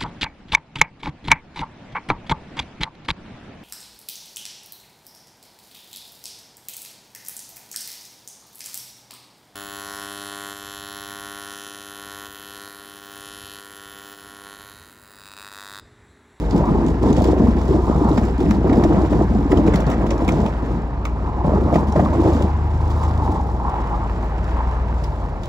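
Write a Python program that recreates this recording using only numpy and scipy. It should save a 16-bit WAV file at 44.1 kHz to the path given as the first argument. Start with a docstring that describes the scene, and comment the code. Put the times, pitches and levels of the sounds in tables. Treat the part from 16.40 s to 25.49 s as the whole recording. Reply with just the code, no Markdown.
"""Pickup plowing fresh snow

A V8 pickup pushes a steel plow, heard in stereo from a phone held out of the driver's window.
The exhaust throbs as sines on eighths of the firing rate. The blade edge judders over the ground:
noise and random impacts through resonances give boom, grind, snow crunch, grit hiss and spray.
Short fading sines are the edge's catches and the crust's cracks; noise bursts are grit and stones on steel."""
import sys
import numpy as np
from scipy import signal
from scipy.fft import rfft, irfft, next_fast_len
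from scipy.io import wavfile
from scipy.ndimage import uniform_filter1d

SR = 44100
rng = np.random.default_rng(int(sys.argv[2]) if len(sys.argv) > 2 else 0)


def generate_wav(sig):
    """Save sig (samples, or channels by samples) to the path in sys.argv[1] as 16-bit PCM at SR."""
    pcm = np.round(np.clip(np.atleast_2d(sig).T, -1, 1) * 32767).astype(np.int16)
    wavfile.write(sys.argv[1], SR, pcm)


N = 400690

# treble resonances of the steel blade: pitch_hz, width_hz, level_db
STEEL_MODES = [(1930, 1200, 12), (3420, 1280, 12.5), (4990, 1660, 10), (7480, 3430, 4.5), (10560, 430, -5),
               (14600, 20500, -5)]


def undb(db):
    """Decibels to amplitude."""
    return 10 ** (np.asarray(db) / 20)


def unit(x):
    """Scale to rms 1."""
    return x / np.sqrt(np.mean(x ** 2))


def curves(table):
    """Columns of a time table, one value a sample."""
    s, *columns = np.transpose(table)
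    return [np.interp(np.arange(N) / SR, s, column) for column in columns]


def over_log_hz(hz, table):
    """Second column of a frequency table, straight lines over log frequency."""
    table_hz, db = np.transpose(table)
    return np.interp(np.log(hz + 1), np.log(table_hz), db)  # + 1 avoids log 0


def body(x, modes):
    """Sum of steep resonances (each applied twice), neighbours in opposite sign."""
    out = 0
    for k, (hz, width_hz, db) in enumerate(modes):
        b, a = signal.iirpeak(hz, hz / width_hz, SR)
        ring = signal.lfilter(b, a, signal.lfilter(b, a, x))
        out = out + (-1) ** k * undb(db) * ring
    return out


def wavering_body(x, modes, waver_db, rate_hz):
    """Like body, but each resonance swells by itself."""
    out = 0
    for k, mode in enumerate(modes):
        swell = undb(waver_db * walk(rate_hz))
        out = out + (-1) ** k * swell * body(x, [mode])
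    return out


def walk(rate_hz):
    """Random levels held 1 / rate_hz s and slewed twice; spread near 1."""
    k = int(SR / rate_hz)
    steps = np.repeat(rng.standard_normal(N // k + 1), k)
    return 1.5 * uniform_filter1d(uniform_filter1d(steps, k), k)[:N]


def grains(rate_hz, spread_db, smear_s):
    """Random impacts, many small and few large, each a short decaying burst of noise."""
    when, size, noise = rng.random(N), rng.exponential(size=N), rng.standard_normal(N)
    hits = (when < rate_hz / SR) * undb(spread_db * np.minimum(size, 5.0))
    envelope = signal.lfilter([1], [1, -np.exp(-1 / (smear_s * SR))], hits)
    return unit(envelope * noise)


def rings(table, rise_s, decay_s):
    """Each blow is a few fading cycles at its own pitch."""
    out, t = np.zeros(N + SR), np.arange(SR // 8) / SR
    envelope = np.exp(-t / decay_s) * (1 - np.exp(-t / rise_s))
    for start_s, db, hz in table:
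        i = int(start_s * SR)
        out[i:i + len(t)] += undb(db) * np.sin(2 * np.pi * hz * t) * envelope
    return out[:N]


def engine():
    """Exhaust tones ride on the firing rate: it and its octave nearly steady, the others unsteady."""
    # engine speed: time_s, firing_rate_hz
    speed = [(0.1, 50.5), (0.3, 52.0), (0.7, 60.8), (0.85, 63.3), (1.1, 61.7), (2, 60.8), (3.5, 56.3),
             (4.7, 56.9), (4.95, 60.0), (5.4, 68.7), (5.6, 71.5), (6.2, 74.9), (6.75, 75.3), (7.2, 59.1),
             (7.6, 53.7), (7.9, 54.6), (8.15, 58.8), (8.35, 59.6), (8.55, 58.8), (8.75, 53.8), (9.0, 44.5)]
    # engine load: time_s, exhaust_level_db
    load = [(0.0, -22.5), (0.9, -19), (2.6, -20.5), (3.3, -19.5), (3.9, -21.5), (4.05, -23), (5.0, -22),
            (5.16, -16.5), (5.39, -23), (5.54, -18.5), (6.83, -18), (7.16, -22.5), (7.6, -22),
            (8.33, -19.5), (8.86, -22.5), (9.05, -29)]
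    # exhaust tones, in eighths of the firing rate; unequal banks give all but 8 and 16
    eighths = [5, 6, 7, 8, 9, 10, 11, 13, 16]
    # relative level of each tone at the reference rate: level_db
    eighths_db = [-11, -15.5, -24, -0.5, -15.5, -19.5, -12.5, -13.5, -17.5]
    # growth of each tone with the firing rate: slope_db_per_hz
    eighths_slope = [0.28, -0.1, 0.076, 0.01, 0.01, 0.065, 0.21, -0.18, 0.13]
    firings_a_cycle, reference_hz, speed_waver = 8, 60, 0.001
    steady_waver_db, bank_waver_db, bank_drift_rad = 0.6, 1.6, 0.35

    (hz,), (load_db,) = curves(speed), curves(load)
    wavering_hz = hz * (1 + speed_waver * walk(17))
    cycle_rad = 2 * np.pi * np.cumsum(wavering_hz / SR) / firings_a_cycle
    phases, tones = 2 * np.pi * rng.random(len(eighths)), 0
    for k, level_db, slope, phase in zip(eighths, eighths_db, eighths_slope, phases):
        uneven = k % firings_a_cycle > 0
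        waver_db = (bank_waver_db if uneven else steady_waver_db) * walk(9)
        drift_rad = uneven * bank_drift_rad * walk(6)
        gain = undb(level_db + slope * (hz - reference_hz) + waver_db)
        tones = tones + gain * np.sin(k * cycle_rad + phase + drift_rad)
    return unit(tones) * undb(load_db)


def drags():
    """Gains of boom, grind and grit as the edge drops and drags: each drag rises, holds and dies away."""
    # drags on the ground: start_s, length_s, boom_db, grind_db, grit_db
    drag_table = [(0.113, 0.097, -20, -27, -51), (0.266, 0.23, -16.5, -30, -54),
                  (0.621, 0.11, -16, -29, -46.5), (0.771, 0.15, -14.5, -25.5, -42),
                  (0.966, 0.12, -15, -27.5, -46.5), (1.156, 0.19, -24, -32.5, -49),
                  (1.282, 0.068, -16.5, -29.5, -55), (1.432, 0.46, -20, -31.5, -51.5),
                  (1.989, 0.19, -16.5, -30.5, -49.5), (2.242, 0.38, -15.5, -26, -50.5),
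                  (2.696, 0.1, -15.5, -29.5, -49.5), (2.889, 0.12, -19.5, -32, -53),
                  (3.093, 0.22, -17, -27, -50.5), (3.317, 0.085, -20, -26.5, -54),
                  (3.461, 0.052, -18, -23, -45.5), (3.572, 0.38, -22, -29.5, -54),
                  (3.87, 0.18, -21.5, -29, -53), (4.222, 0.15, -25.5, -40.5, -56),
                  (5.041, 0.29, -20, -28, -54), (5.317, 0.088, -18, -25, -47.5),
                  (5.468, 0.0096, -24.5, -31, -46.5), (5.548, 0.084, -17, -26, -47.5),
                  (5.66, 0.23, -21, -26.5, -49), (5.836, 0.19, -23, -27.5, -49),
                  (6.784, 0.18, -30, -39, -59)]
    attack_s, release_s = 0.0091, 0.049
    t, power = np.arange(N) / SR, 0
    for start_s, length_s, *db in drag_table:
        attack = np.clip((t - start_s) / attack_s, 0, 1)
        release = np.exp(-np.clip(t - start_s - length_s, 0, None) / release_s)
        power = power + (undb(db)[:, None] * attack * release) ** 2
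    return np.sqrt(power)


def blade_boom(lumps, slide, drag_gain, glide_gain, judder):
    """Low rings of the blade: lumpy and juddering in a drag, even in a glide."""
    # low blade resonances: pitch_hz, width_hz, level_db
    blade_modes = [(82.6, 46, -1.5), (177.7, 148.6, 2), (222.4, 194, 1), (333.6, 156, 0.5)]
    dragging = unit(wavering_body(lumps, blade_modes, waver_db=1.5, rate_hz=20))
    gliding = unit(body(slide, blade_modes))
    return dragging * drag_gain * undb(0.29 * judder) + gliding * glide_gain


def edge_grind(lumps, slide, drag_gain, glide_gain, judder):
    """The same impacts and slide excite the edge's middle rings; judder shakes the drag part harder."""
    # edge resonances: pitch_hz, width_hz, level_db
    edge_modes = [(473.5, 145, 2.5), (653, 213, 3.5)]
    dragging = unit(body(lumps, edge_modes))
    gliding = unit(body(slide, edge_modes))
    return dragging * drag_gain * undb(1.9 * judder) + gliding * glide_gain


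def snow_crunch(gain, judder, crunch_judder):
    """Packed snow breaks in dense small impacts through separately swelling resonances."""
    # packed-snow resonances: pitch_hz, width_hz, level_db
    snow_modes = [(827, 290, 0), (998, 295, -2), (1245, 330, -9)]
    packed = grains(2200, 0.98, 0.003)
    crunch = unit(wavering_body(packed, snow_modes, waver_db=1.2, rate_hz=9))
    return crunch * gain * undb(0.7 * judder + 1.0 * crunch_judder)


def grit_hiss(gain, judder, hiss_judder):
    """Grit strikes the steel: common coarse grains, with fine grains and noise drawn for each ring."""
    coarse, sand = grains(200, 3.4, 0.0052), 0
    for k, mode in enumerate(STEEL_MODES):
        fine = grains(250, 5.3, 0.0015)
        strikes = 0.3 * rng.standard_normal(N) + 0.46 * coarse + 0.26 * fine
        sand = sand + (-1) ** k * body(strikes, [mode])
    return unit(sand) * gain * undb(0.63 * judder + 0.83 * hiss_judder)


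def powder_spray(gain):
    """Loose snow sprays off as fine grains through two broad resonances."""
    # powder resonances: pitch_hz, width_hz, level_db
    powder_modes = [(1365, 910, 10.5), (2950, 1900, -11.5)]
    return unit(body(grains(1200, 3.5, 0.0015), powder_modes)) * gain


def scrape(judders, drag_gains):
    """The edge sticks and slips: one uneven judder shakes boom, grind, crunch and hiss together."""
    # edge gliding on packed snow between drags: time_s, boom_db, grind_db, grit_db
    glide = [(0.0, -24.5, -33, -51.5), (2.0, -35, -44, -52.5), (4.1, -32.5, -36.5, -55),
             (4.55, -36, -41, -65.5), (5.0, -29.5, -38, -60), (6.15, -34, -46.5, -54.5),
             (6.55, -31.5, -36.5, -50.5), (6.8, -31, -37, -51.5), (7.2, -32, -38.5, -55.5),
             (8.1, -36, -38, -55.5), (9.09, -44, -39.5, -59)]
    # snow rolling along the blade: time_s, crunch_db, spray_db
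    roll = [(0.0, -45, -47.5), (0.3, -28.5, -41.5), (0.6, -38.5, -43.5), (1.1, -37.5, -41.5),
            (1.55, -27.5, -51.5), (1.95, -38, -42.5), (2.66, -33, -41.5), (3.05, -34.5, -45.5),
            (3.4, -36, -35.5), (3.65, -32.5, -42.5), (4.13, -37, -42), (4.6, -37, -49), (4.9, -33, -47),
            (5.4, -30, -43.5), (5.5, -30.5, -46), (5.75, -30, -40), (6.15, -34, -44), (6.45, -32.5, -46.5),
            (6.6, -27, -47), (6.76, -30, -44), (6.88, -26, -58), (7.1, -32.5, -63), (7.3, -26, -45),
            (7.42, -30, -38), (7.52, -27.5, -44), (7.75, -34.5, -43.5), (8.08, -37, -41.5),
            (8.2, -28.5, -40), (8.3, -33.5, -41), (8.76, -36.5, -49), (9.09, -40.5, -49)]
    drag_crunch_db = -5.5  # crunch added by a drag, against its grind
    judder, crunch_judder, hiss_judder = judders
    drag_boom, drag_grind, drag_grit = drag_gains
    glide_boom, glide_grind, glide_grit = undb(curves(glide))
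    roll_crunch, spray_gain = undb(curves(roll))
    crunch_gain = np.hypot(roll_crunch, drag_grind * undb(drag_crunch_db))
    grit_gain = np.hypot(drag_grit, glide_grit)

    lumps, slide = grains(1800, 2.4, 0.00059), rng.standard_normal(N)
    boom = blade_boom(lumps, slide, drag_boom, glide_boom, judder)
    grind = edge_grind(lumps, slide, drag_grind, glide_grind, judder)
    crunch = snow_crunch(crunch_gain, judder, crunch_judder)
    grit = grit_hiss(grit_gain, judder, hiss_judder)
    return boom + grind + crunch + grit + powder_spray(spray_gain)


def edge_catches():
    """The edge catches on the ground and the blade booms: short low rings."""
    # catches: start_s, level_db, pitch_hz
    catch_table = [(0.145, 4.5, 185), (0.2, -1, 151), (0.305, 3, 154), (0.437, -7, 313), (0.611, -8, 346),
                   (0.666, -1, 290), (0.7, 7, 242), (0.778, 2, 206), (0.996, 3.5, 203), (1.031, 3.5, 235),
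                   (1.083, 6.5, 234), (1.151, -0.5, 219), (1.287, -5, 370), (1.308, -0.5, 382),
                   (1.385, -6, 366), (1.615, 3, 300), (1.65, -1, 224), (1.708, 3.5, 303), (1.779, 3, 222),
                   (1.833, -4, 217), (1.985, -2, 264), (2.102, 1, 209), (2.142, -4, 289), (2.25, -5, 328),
                   (2.295, 0.5, 278), (2.322, 0, 312), (2.378, 4, 239), (2.45, 3.5, 315), (2.503, 3, 303),
                   (2.538, 0, 200), (2.63, -0.5, 322), (2.714, -1, 302), (2.738, -3, 303), (2.81, 0, 326),
                   (2.908, -2, 210), (2.954, 2, 207), (2.991, -12, 323), (3.054, -1.5, 279),
                   (3.125, 6, 296), (3.181, -2.5, 200), (3.255, 1, 302), (3.305, -9, 290),
                   (3.344, 5.5, 178), (3.464, 0, 148), (3.51, -8, 231), (3.878, -2, 232), (3.91, -1.5, 150),
                   (3.95, -5, 157), (3.99, -2, 208), (4.051, -1, 206), (4.114, -8.5, 154), (5.048, -3, 193),
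                   (5.082, -10, 200), (5.14, 0, 189), (5.325, -15, 275), (5.354, -12, 164),
                   (5.486, -5, 220), (5.564, -2, 192), (5.595, 3, 194), (5.627, -6, 182), (5.795, 0, 313),
                   (5.859, -1, 330), (5.885, 0, 340), (5.948, -0.5, 261), (6.043, -3.5, 184),
                   (6.89, -2.5, 294)]
    return rings(catch_table, rise_s=0.0061, decay_s=0.0079)


def crust_cracks():
    """Crusted snow cracks under the edge: higher, shorter rings with a spike in front."""
    # cracks: start_s, level_db, pitch_hz
    crack_table = [(0.24, -10, 940), (0.639, -12.5, 635), (0.667, -16, 556), (0.776, -10.5, 490),
                   (0.81, -8, 644), (0.932, -7, 496), (0.965, -13, 590), (1.342, -13, 676),
                   (1.777, -10, 684), (2.244, -11.5, 600), (2.316, -10, 650), (2.45, -7, 654),
                   (2.507, -13.5, 760), (2.564, -13.5, 624), (2.726, -9.5, 600), (2.81, -6.5, 680),
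                   (2.954, -13, 720), (3.166, -15.5, 570), (3.263, -19, 513), (3.66, -12.5, 690),
                   (3.713, -11, 560), (3.851, -18, 730), (4.877, -16, 920), (5.046, -14, 590),
                   (5.073, -15, 590), (5.134, -9, 617), (5.283, -15, 580), (5.328, -11, 545),
                   (5.357, -3, 690), (5.54, -17, 750), (5.56, -3, 610), (5.595, -2, 710),
                   (5.646, -15.5, 740), (5.66, -11, 1120), (5.853, -8.5, 464), (6.878, -13, 940),
                   (7.2, -16, 950), (7.281, -12, 1010), (7.529, -11.5, 885), (8.206, -12.5, 950)]
    spike_db = -6  # against the ring
    ring = rings(crack_table, rise_s=0.0004, decay_s=0.0039)
    return ring + undb(spike_db) * rings(crack_table, rise_s=0.00015, decay_s=0.0004)


def click_burst(t, t60_s, rise_s):
    """A splintering noise burst, with loose splinters rattling on in a weak tail."""
    tail_db, tail_t60_s = -21.5, 0.22
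    crackle_db, splinter_s = 1.2, 0.0016
    decay = np.exp(-np.log(1000) * t / t60_s)
    tail = undb(tail_db) * np.exp(-np.log(1000) * t / tail_t60_s)
    rise = 1 - np.exp(-(t / rise_s) ** 2)
    splinter_sizes = rng.exponential(size=len(t))[(t / splinter_s).astype(int)]
    return (decay + tail) * rise * rng.standard_normal(len(t)) * undb(crackle_db * splinter_sizes)


def clicks():
    """Bursts ring the steel's treble, each of its own colour and length; a stone knocks under it."""
    # grit and ice splinters on steel: start_s, peak_db, favoured_ring_hz, t60_ms
    tick_table = [(0.109, -26.5, 4750, 10), (0.162, -32, 5250, 22), (0.178, -32, 3700, 15),
                  (0.464, -29, 6040, 7.1), (0.482, -31, 6540, 15), (0.702, -31.5, 5010, 22),
                  (0.728, -25, 6000, 17), (0.764, -27, 3640, 35), (0.82, -28, 4500, 10),
                  (0.841, -23.5, 3680, 24), (0.852, -32, 5030, 15), (0.87, -36, 4500, 24),
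                  (0.915, -38, 5000, 13), (1.0834, -41, 3630, 40), (3.292, -41, 6000, 40),
                  (3.3576, -20, 4600, 15), (3.4014, -30.5, 3720, 40), (3.465, -31, 4500, 24),
                  (3.779, -33, 5430, 15), (3.92, -30, 5800, 12), (4.003, -32, 5000, 11),
                  (4.011, -35, 7000, 45), (5.5227, -30.5, 5500, 11), (5.9495, -33, 3800, 5.7),
                  (6.631, -31, 7000, 45), (8.6374, -29, 5000, 47), (9.0341, -31, 3950, 7.9),
                  (9.057, -32, 4230, 6)]
    # stones on steel: start_s, peak_db, favoured_ring_hz, t60_ms, knock_peak_db, knock_hz
    stone_table = [(1.7753, -28, 5100, 38, -17, 1800), (1.8307, -36, 3500, 45, -28, 1830),
                   (2.108, -24, 5100, 19, -14, 1740), (2.293, -36.5, 5000, 45, -21.5, 1860),
                   (2.3276, -31, 6960, 35, -24, 1850), (2.437, -24.5, 5300, 22, -20, 1860),
                   (2.7287, -38, 4000, 30, -19, 1630), (3.117, -29, 5030, 30, -17, 1820),
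                   (3.171, -31.5, 5000, 27, -21.5, 2760), (3.2738, -30, 6500, 38, -20, 2090),
                   (3.337, -26.5, 3830, 45, -17, 1980), (3.5, -29, 4020, 20, -27, 1730),
                   (3.514, -31, 5500, 35, -23, 1880), (3.527, -37, 4500, 38, -26, 1880),
                   (3.6643, -33.5, 3770, 30, -24, 1700), (3.7047, -23, 5500, 36, -25.5, 2100),
                   (3.8783, -24, 3150, 22, -19, 2300), (3.8875, -23.5, 3840, 26, -14.5, 2200),
                   (4.0616, -29.5, 5500, 14, -23, 2400), (4.6517, -27.5, 3300, 20.5, -16, 2200),
                   (5.3396, -33, 5000, 45, -22, 2230), (5.355, -30.5, 3740, 40, -16, 1920),
                   (5.5616, -36, 4700, 31, -18, 1680), (5.5954, -36, 3700, 45, -20.5, 1810),
                   (5.9656, -34, 5070, 12, -23, 1680)]
    # knock resonances: pitch_hz, width_hz, level_db
    knock_modes = [(1265, 360, 7.5), (595, 710, 8)]
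    rise_share, colour_db = 0.11, 3  # rise as a share of t60; random spread of each steel ring
    ring_db, ring_q = 14, 7
    knock_ring_db, knock_q = 5, 3.5
    out, t = np.zeros(N + SR), np.arange(SR // 6) / SR
    for start_s, db, hz, t60_ms, *stone in tick_table + stone_table:
        t60_s = t60_ms / 1000
        rise_s = rise_share * t60_s
        burst = click_burst(t, t60_s, rise_s)
        colours_db = colour_db * rng.standard_normal(len(STEEL_MODES))
        steel = np.array(STEEL_MODES) + np.outer(colours_db, [0, 0, 1])
        snap = body(burst, steel) + body(burst, [(hz, hz / ring_q, ring_db)])
        sound = undb(db) * snap / np.abs(snap).max()
        if stone:
            knock_db, knock_hz = stone
            own_mode = (knock_hz, knock_hz / knock_q, knock_ring_db)
            knock = body(burst, [own_mode] + knock_modes)
            sound = sound + undb(knock_db) * knock / np.abs(knock).max()
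        i = int((start_s - rise_s / 2) * SR)
        out[i:i + len(t)] += sound
    return out[:N]


def fan_and_tyres():
    """Cooling fan, tyres and body rumble: a steady rush of noise bands."""
    # noise bands: pitch_hz, width_hz, rms_db
    bands = [(55, 30, -38), (109, 156, -31), (240, 400, -41.5), (620, 660, -41.5), (3500, 4400, -64.5)]
    rush = 0
    for hz, width_hz, db in bands:
        rush = rush + undb(db) * unit(body(rng.standard_normal(N), [(hz, width_hz, 0)]))
    return rush


def stereo(common, separate):
    """Left and right share one sound with phase and level differences, plus separate sound in each."""
    # phase between left and right channels: pitch_hz, left_lead_rad
    channel_phase = [(0, 0), (300, -.35), (1000, -.8), (1500, -1.9), (1800, -.6), (3300, -3.1),
                     (3960, -6.5), (4900, -5.7), (6300, -7.1), (7600, -5.7), (8010, -3.5), (8900, -3.1),
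                     (10500, -.3), (11600, 0.1), (12500, 2.4), (13400, 3.2), (15300, 6.3), (22050, 6.3)]
    # level between left and right channels: pitch_hz, left_minus_right_db
    channel_db = [(60, 1.0), (250, 0.8), (700, -1.0), (1800, -0.3), (4400, -5.5), (15000, 0.0)]
    # separate sound against the common sound: pitch_hz, gain_db
    separate_db = [(30, -13), (120, -10), (300, -13), (600, -12.5), (1100, -10.5), (1600, -2.5), (2000, -3),
                   (5000, -2), (7800, 2.5), (8500, -39), (16000, -12.5)]
    size = next_fast_len(N + SR)
    hz = np.arange(size // 2 + 1) * SR / size
    separate_gain = undb(over_log_hz(hz, separate_db))
    tilt_db = over_log_hz(hz, channel_db) * np.array([[0.5], [-0.5]])
    lead_rad = np.interp(hz, *np.transpose(channel_phase)) * np.array([[1], [0]])
    heard = rfft(common, size) * np.exp(1j * lead_rad) + separate_gain * rfft(separate, size)
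    heard = heard * undb(tilt_db) / np.sqrt(1 + separate_gain ** 2)
    return irfft(heard, size)[:, :N]


def scene():
    """One common mix, and separately drawn scrape, fan, tyre and click sound for each channel."""
    judders = [walk(28), walk(23), walk(6.0)]  # common, crunch, hiss
    drag_gains = drags()
    common = engine() + scrape(judders, drag_gains) + fan_and_tyres()
    common = common + edge_catches() + crust_cracks() + clicks()
    separate = np.array([scrape(judders, drag_gains) + fan_and_tyres() + clicks() for _ in range(2)])
    return stereo(common, separate)


def record(dry):
    """The phone drops the deep bass, rounds the loudest peaks and cuts the top."""
    low_hz, top_hz, drive = 36.3, 15850, 0.7
    highpass = signal.butter(4, low_hz, "highpass", fs=SR, output="sos")
    lowpass = signal.ellip(10, 0.2, 80, top_hz, fs=SR, output="sos")  # ripple, stopband in dB
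    rounded = np.tanh(drive * signal.sosfilt(highpass, dry)) / drive
    return signal.sosfilt(lowpass, rounded)


dry = scene()
out = record(dry)
generate_wav(out)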